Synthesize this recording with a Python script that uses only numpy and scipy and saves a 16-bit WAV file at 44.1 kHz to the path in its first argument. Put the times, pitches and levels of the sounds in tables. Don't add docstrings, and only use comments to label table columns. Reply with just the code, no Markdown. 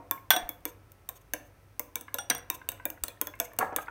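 import sys
import numpy as np
from scipy import signal
from scipy.fft import rfft, irfft, next_fast_len
from scipy.io import wavfile
from scipy.ndimage import map_coordinates

SR = 44100
rng = np.random.default_rng(int(sys.argv[2]) if len(sys.argv) > 2 else 0)


def linear_from_db(decibels):
    return 10 ** (np.asarray(decibels, float) / 20)


def unload_wav(signal):
    wavfile.write(
        sys.argv[1],
        SR,
        np.round(np.clip(np.atleast_2d(signal).T, -1, 1) * 32767).astype(np.int16),
    )


N = 171990

# (pitch [Hz], level [dB], time to fall 60 dB [s])
DAMPED_GLASS = [(2900, -12, .008), (3650, -7, .005), (4500, -12, .005), (5600, -15, .005), (6400, -4, .007),
                (7850, -7, .007), (8600, -6, .008), (9500, -10, .005), (10200, -8, .009), (12000, -4, .007),
                (13800, 7, .0016), (13350, -2, .006), (14600, -2, .005), (15500, 0, .006)]
# (pitch [Hz], level [dB], time to fall 60 dB [s])
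COUNTER_NOTES = [(305, 6, 0.043), (498, 0.5, 0.11), (595.5, 8.5, 0.04), (682.5, 10, 0.036),
                 (948, -2.5, 0.082), (1033, 15.5, 0.02), (1326, 1.5, 0.018), (1451, 12, 0.019),
                 (1659, -5, 0.073), (1806, 24.5, 0.0062), (2328, 2, 0.04)]
DETUNE = .015


def unit(x):
    return x / np.sqrt(np.mean(x ** 2) + 1e-20)


def along(points, hz):
    f, v = np.transpose(points)
    return np.interp(np.log(hz + 1), np.log(f + 1), v)


def wobble(rate):
    knots = rng.standard_normal(int(N / SR * 40) + 9)
    return map_coordinates(knots, [np.arange(N) * min(rate, 39) / SR])


def shaped_noise(points):
    m = next_fast_len(N + 8192)
    spectrum = rfft(rng.standard_normal(N), m)
    return unit(irfft(spectrum * linear_from_db(along(points, np.fft.rfftfreq(m, 1 / SR))), m)[:N])


def ring(modes, attack_s, detune, size):
    scatter_db = 2.5
    hz, db, t60 = np.transpose(modes)[:, :, None]
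    t = np.arange(size) / SR
    level_luck, pitch_luck = rng.standard_normal((2, len(modes), 1))
    start_db = db + scatter_db * level_luck
    waves = linear_from_db(start_db - 60 * t / t60) * np.sin(2 * np.pi * hz * (1 + detune * pitch_luck) * t)
    return waves.sum(0) * (1 - np.exp(-t / attack_s)) / np.linalg.norm(linear_from_db(start_db))


def struck(modes, chatter_s, attack_s):
    chatter_db = -24
    t = np.arange(SR // 16) / SR
    force = linear_from_db(chatter_db - 60 * t / chatter_s) * rng.standard_normal(len(t))
    force[0] = 1
    x = signal.fftconvolve(ring(modes, attack_s, DETUNE, size=SR // 8), force)
    return x / np.abs(x).max()


def kitchen(x):
    # (pitch [Hz], time to fall 60 dB [s])
    echo_decay = [(250, .45), (1000, .45), (4000, .3), (9000, .25), (16000, .22)]
    room_db, delay_s, tilt_db = -12.5, 0.0043, -2.5
    hz, t, z = signal.stft(rng.standard_normal(SR // 3), SR, nperseg=256)
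    hz = hz[:, None]
    fade_db = -60 * t / along(echo_decay, hz) + tilt_db * np.log2(1 + hz / 1000)
    tail = signal.istft(z * linear_from_db(fade_db), SR, nperseg=256)[1]
    tail = np.pad(tail, (round(delay_s * SR), 0))
    wet = linear_from_db(room_db) * signal.fftconvolve(x, tail / np.linalg.norm(tail[:SR // 10]))
    return wet + np.pad(x, (0, len(wet) - len(x)))


def add(track, s, sound, room=1):
    part = track[round((s + 1) * SR):]
    wet = room * kitchen(sound)
    wet[:len(sound)] += (1 - room) * sound
    part[:len(wet)] += wet[:len(part)]


def air():
    # (pitch [Hz], level per Hz [dB])
    rumble_curve = [(15, -21.5), (30, -13.5), (100, 5.5), (180, -11), (320, -8.5), (800, -14), (2500, -21),
                    (4000, -58.5)]
    # (pitch [Hz], level per Hz [dB])
    hiss_curve = [(1500, -20), (2800, 3), (4500, -1), (6300, 0), (7200, -6), (8500, -1), (11000, -3),
                  (14000, 0)]
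    # (pitch [Hz], level [dB])
    hum_notes = [(49, -62.5), (98, -64.5), (288, -77.5), (1310, -75), (552, -72)]
    t = np.arange(N) / SR
    sound = shaped_noise(rumble_curve) * linear_from_db(-60 + .8 * wobble(3.4))
    sound += shaped_noise(hiss_curve) * linear_from_db(-70.5)
    for hz, db in hum_notes:
        sound += linear_from_db(db + 2.5 * wobble(5)) * np.sin(2 * np.pi * hz * t + .6 * wobble(4))
    return sound


def handling():
    # (time [s], level [dB], pitch [Hz])
    pushes = [
        (0.444, -39, 30.7),
        (3.033, -40.5, 59.4),
    ]
    push_s = 0.012
    t = np.arange(N) / SR
    sound = np.zeros(N)
    for s, db, hz in pushes:
        sound += linear_from_db(db) * np.exp(-((t - s) / push_s) ** 2) * np.sin(2 * np.pi * hz * (t - s))
    return sound


def egg():
    # (time [s], bubble level [dB])
    stirring = [(0, -78), (.7, -81), (1, -70.5), (1.8, -84), (2.1, -64), (3.5, -57.5), (3.62, -49),
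                (3.9, -49)]
    bubbles_per_s, middle_hz, ring_cycles, spread_db = 70, 2400, 6, 3
    count, t = bubbles_per_s * N // SR, np.arange(SR // 50) / SR
    s = rng.random(count) * N / SR
    hz = middle_hz * np.exp(.45 * rng.standard_normal((count, 1)))
    db = np.interp(s, *np.transpose(stirring)) + spread_db * rng.exponential(size=count)
    cycles = hz * t
    shape = linear_from_db(-60 * cycles / (3 * ring_cycles)) * (1 - np.exp(-cycles))
    rising = np.sin(2 * np.pi * cycles * (1 + cycles / 100))
    bubbles = linear_from_db(db)[:, None] * shape * rising
    where = (s * SR).astype(int)[:, None] + np.arange(len(t))
    return kitchen(np.bincount(where.ravel(), bubbles.ravel(), minlength=N))[:N]


def scraping():
    # (time [s], length [s], level [dB])
    drags = [(0.66, 0.056, -48), (1.145, 0.043, -57.5), (1.203, 0.027, -60), (1.432, 0.063, -60),
             (1.984, 0.033, -61), (2.534, 0.03, -41.5), (3.437, 0.027, -44.5), (3.81, 0.031, -51)]
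    t = np.arange(N) / SR
    stroke = np.zeros(N)
    for s, length, db in drags:
        stroke += linear_from_db(db) * np.sin(np.pi * np.clip((t - s) / length, 0, 1)) ** 2
    grit = rng.standard_normal(N) * linear_from_db(3 * wobble(35))
    glass = ring(DAMPED_GLASS, 5e-5, DETUNE, size=SR // 20)
    return stroke * unit(signal.fftconvolve(grit, glass)[:N])


def sloshing():
    # (time [s], length [s], level [dB], boost of the low notes [dB])
    sloshes = [
        (3.588, 0.067, -35.5, 7),
        (3.602, 0.026, -29, -13),
        (3.665, 0.055, -59, 11),
        (3.721, 0.0173, -37, 13),
        (3.782, 0.045, -51, 13),
    ]
    # (pitch [Hz], level [dB], time to fall 60 dB [s])
    low_notes = [(497, -3.5, 0.034), (617.6, 1.5, 0.032), (753, -1.5, 0.061), (890, -3.5, 0.06)]
    high_notes = [(1173, 3, 0.046), (1300, 6.5, 0.036), (1650, -3, 0.036), (2070, -8, 0.026)]
    track, t = np.zeros(N + SR), np.arange(SR // 4) / SR
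    for s, length, db, low_db in sloshes:
        grit = rng.standard_normal(len(t)) * np.sin(np.pi * np.clip(t / length, 0, 1)) ** .5
        modes = [(hz, note_db + low_db, t60) for hz, note_db, t60 in low_notes] + high_notes
        x = signal.fftconvolve(grit, ring(modes, 0.00051, 0, size=SR // 10))
        add(track, s, linear_from_db(db) * x / np.sqrt(np.sum(x ** 2) / (length * SR)))
    return track[SR:]


def rocking():
    # (time [s], peak level [dB], pitch [Hz])
    knocks = [(0.111, -39.5, 1007), (1.559, -73.5, 1460), (2.051, -64, 931), (2.081, -41.5, 1680),
              (2.309, -26, 1583), (2.615, -41.5, 1557), (2.776, -56.5, 1950), (2.798, -41, 1540),
              (2.975, -52, 1475), (3.337, -39.5, 1604), (3.517, -49, 1710), (3.613, -26.5, 1213),
              (3.627, -21.5, 1300), (3.721, -45, 1440), (3.785, -28.5, 1250), (3.882, -33, 1420)]
    t60, knock_db, counter_db = .022, 6, -12
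    neighbours = [(1, 0), (1.3, -6), (.66, -4), (1.7, -14), (2.3, -26)]  # (pitch ratio, level [dB])
    track = np.zeros(N + SR)
    for s, db, hz in knocks:
        modes = [(hz * ratio, note_db, t60) for ratio, note_db in neighbours]
        hollow = struck(modes, 0.034, 0.00089)
        counter = ring(COUNTER_NOTES, 0.0029, 0.029, size=len(hollow))
        add(track, s, linear_from_db(db + knock_db) * (hollow + linear_from_db(counter_db) * counter))
    return track[SR:]


def rattling():
    # (pitch [Hz], level [dB])
    rattle_colour = [(150, -35), (750, -2), (1600, 0), (3600, -3), (4700, -14), (6000, -8), (7200, -18),
                     (16000, -17)]
    # (time [s], level [dB])
    rattles = [
        (.305, -19),
        (2.186, -72),
        (2.30, -31.5),
    ]
    hold_s, t60, tail_db, tail_t60 = 0.0029, 0.063, -17, .22
    track, t = np.zeros(N + SR), np.arange(2 * (SR // 6)) / SR
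    for s, db in rattles:
        colour = linear_from_db(along(rattle_colour, np.fft.rfftfreq(len(t), 1 / SR)))
        noise = unit(irfft(rfft(rng.standard_normal(len(t))) * colour))
        shape = linear_from_db(-60 * np.maximum(t - hold_s, 0) / t60) + linear_from_db(tail_db - 60 * t / tail_t60)
        add(track, s, linear_from_db(db) * shape * noise * (1 - np.exp(-t / 0.00053)))
    return track[SR:]


def sway(t):
    knot_s = .01
    return .8 * map_coordinates(rng.standard_normal(round(1 / knot_s)), [t / knot_s])


def rim():
    # (pitch [Hz], level [dB], time to fall 60 dB [s])
    rim_notes = [
        [(702, 0, .2), (738, -3, .15), (892, -10, .22), (1012, -15, .12), (1540, -11, .12), (1710, -5, .17)],
        [(3406, 0, .17), (3260, -11, .1), (3700, -11, .1)],
        [(5776, -2, .16), (8690, -4, .16), (8820, -4, .1)],
        [(12035, 0, .18), (12086, -2, .12)],
    ]
    # (time [s], low notes [dB], middle notes [dB], high notes [dB], top notes [dB])
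    clinks = [(.305, -27, -28.5, -29, -26), (.335, -31, -27, -34.5, -48), (.363, -28.5, -32.5, -41, -58),
              (.49, -71, -45, -74, -52), (2.186, -43, -41, -34, -55), (2.30, -36, -48.5, -34, -42),
              (2.35, -48.5, -43.5, -36.5, -60.5), (3.085, -81, -54.5, -75, -63), (3.27, -82, -50, -73, -62)]
    track, t = np.zeros(N + SR), np.arange(2 * (SR // 6)) / SR
    for s, *groups_db in clinks:
        sound = np.zeros(len(t))
        for group_db, group in zip(groups_db, rim_notes):
            for hz, db, t60 in group:
                wave = np.sin(2 * np.pi * (hz * t + rng.random()) + sway(t))
                sound += linear_from_db(group_db + db - 60 * t / t60) * wave * (1 + sway(t) / 2)
        add(track, s, sound * (1 - np.exp(-t / 0.0002)), room=.6)
    return track[SR:]


def spots():
    # (time [s], pitch [Hz], level [dB], time to fall 60 dB [s])
    spot_notes = [(0.177, 2180, -42, 0.035), (0.114, 1083, -34, .25), (.305, 3408, -10.5, 0.038),
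                  (0.307, 1536, -20, 0.16), (0.307, 4300, -25.5, 0.031), (.111, 3520, -31, .04),
                  (.364, 3830, -25, 0.028), (0.365, 2700, -28.5, 0.028), (.491, 2230, -36.5, 0.046),
                  (.653, 3410, -43.5, 0.078), (1.336, 1624, -23, 0.028), (1.336, 2210, -30.5, 0.03),
                  (1.795, 2104, -34, 0.037), (1.956, 2300, -33, 0.061), (2.143, 3850, -35, 0.033),
                  (2.186, 809, -39, .2), (2.186, 1426, -26, 0.045), (2.186, 3670, -35, 0.031),
                  (3.587, 8620, -24, .03), (2.301, 6030, -11.5, 0.024), (2.302, 5900, -30, 0.068),
                  (2.3, 3880, -22, 0.04), (2.3, 4700, -17.5, 0.017), (2.304, 3250, -34.5, 0.16),
                  (2.3, 8850, -17.5, 0.039), (2.305, 253, -34, 0.11), (2.311, 149, -47, 0.3),
                  (2.501, 3700, -35.5, 0.071), (2.69, 3750, -39.5, 0.065), (2.854, 2360, -31, 0.031),
                  (2.854, 3630, -33.5, 0.031), (3.036, 4650, -30.5, 0.021), (3.037, 3790, -36.5, 0.034),
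                  (3.082, 4140, -34.5, 0.029), (3.102, 2470, -48, 0.066), (3.215, 3240, -42.5, 0.083),
                  (3.4, 3480, -30, 0.028), (3.452, 2150, -44, 0.064), (3.587, 2820, -32, 0.04),
                  (3.765, 1690, -28.5, 0.031), (3.172, 1810, -49, 0.033), (.305, 9620, -22, .035),
                  (2.974, 1980, -49, 0.038)]
    rise_s = 0.00068
    track, t = np.zeros(N + SR), np.arange(SR // 5) / SR
    for s, hz, db, t60 in spot_notes:
        note = linear_from_db(db - 60 * t / t60) * np.sin(2 * np.pi * hz * t)
        add(track, s, note * (1 - np.exp(-t / rise_s)), room=.4)
    return track[SR:]


def click(click_db, thud_db, bright_db):
    glass = [(hz, db + bright_db * np.log2(hz / 8000), t60) for hz, db, t60 in DAMPED_GLASS]
    tick = linear_from_db(click_db + 3) * struck(glass, .022, 5e-5)
    thud = linear_from_db(thud_db + 6) * struck(COUNTER_NOTES, 0.046, 0.0026)
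    return tick + thud


def spoon():
    # (time [s], level [dB])
    earlier_stroke = (-0.23, -7.5)
    # (time [s], click [dB], thud into the counter [dB], brightness [dB per octave])
    strokes = [(0.1111, -8.5, -32.5, 5.5), (0.3045, -2, -36, 13), (0.4914, -16.5, -40, 6.5),
               (0.6533, -14.5, -33.5, 1), (1.0898, -18, -41, 1), (1.3356, -12.5, -33, 0.5),
               (1.7951, -14, -35, 3), (1.9562, -13, -37, 0.5), (2.1428, -14, -35.5, 0),
               (2.1852, -23, -42, -5), (2.2996, -12, -32, -2), (2.5008, -11, -34, 0),
               (2.6889, -12, -38.5, 0), (2.8542, -10.5, -34.5, 3.5), (3.037, -11.5, -36.5, 1),
               (3.2136, -9.5, -33, 2), (3.4003, -8.5, -31, 2), (3.5881, -8, -27.5, 2),
               (3.7625, -10, -31, 0.5)]
    # (time [s], click [dB], thud [dB])
    bounces = [(0.3347, -33, -33), (0.364, -16.5, -34), (0.6063, -54.5, -77.5), (0.919, -38.5, -67),
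               (2.0107, -27, -47.5), (2.349, -25, -37.5), (2.381, -32, -50), (2.547, -34, -48.5),
               (2.718, -27, -44.5), (2.902, -22, -45), (3.082, -23, -41.5), (3.271, -21, -40.5),
               (3.354, -45, -59), (3.3905, -44, -82), (3.444, -40, -55), (3.534, -40, -48.5),
               (3.565, -45, -62), (3.818, -38, -54)]
    track = np.zeros(N + SR)
    s, db = earlier_stroke
    add(track, s, click(db, db, 0))
    for s, click_db, thud_db, bright_db in strokes:
        add(track, s, click(click_db, thud_db, bright_db))
    for s, click_db, thud_db in bounces:
        add(track, s, click(click_db, thud_db, 0))
    return track[SR:]


def scene():
    background = air() + handling()
    bowl = egg() + scraping() + sloshing() + rocking() + rattling()
    blows = rim() + spots() + spoon()
    return (background + bowl + blows)[None]


def top_cut(x):
    return signal.sosfilt(signal.butter(12, 17130, fs=SR, output="sos"), x)


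def record(dry):
    top_hz = 16150
    edge = signal.ellip(6, .5, 34, top_hz - 350, fs=SR, output="sos")
    stop = signal.cheby2(8, 50, top_hz + 950, fs=SR, output="sos")
    mix = signal.sosfilt(stop, signal.sosfilt(edge, dry))
    return top_cut(mix)


dry = scene()
out = record(dry)
unload_wav(out)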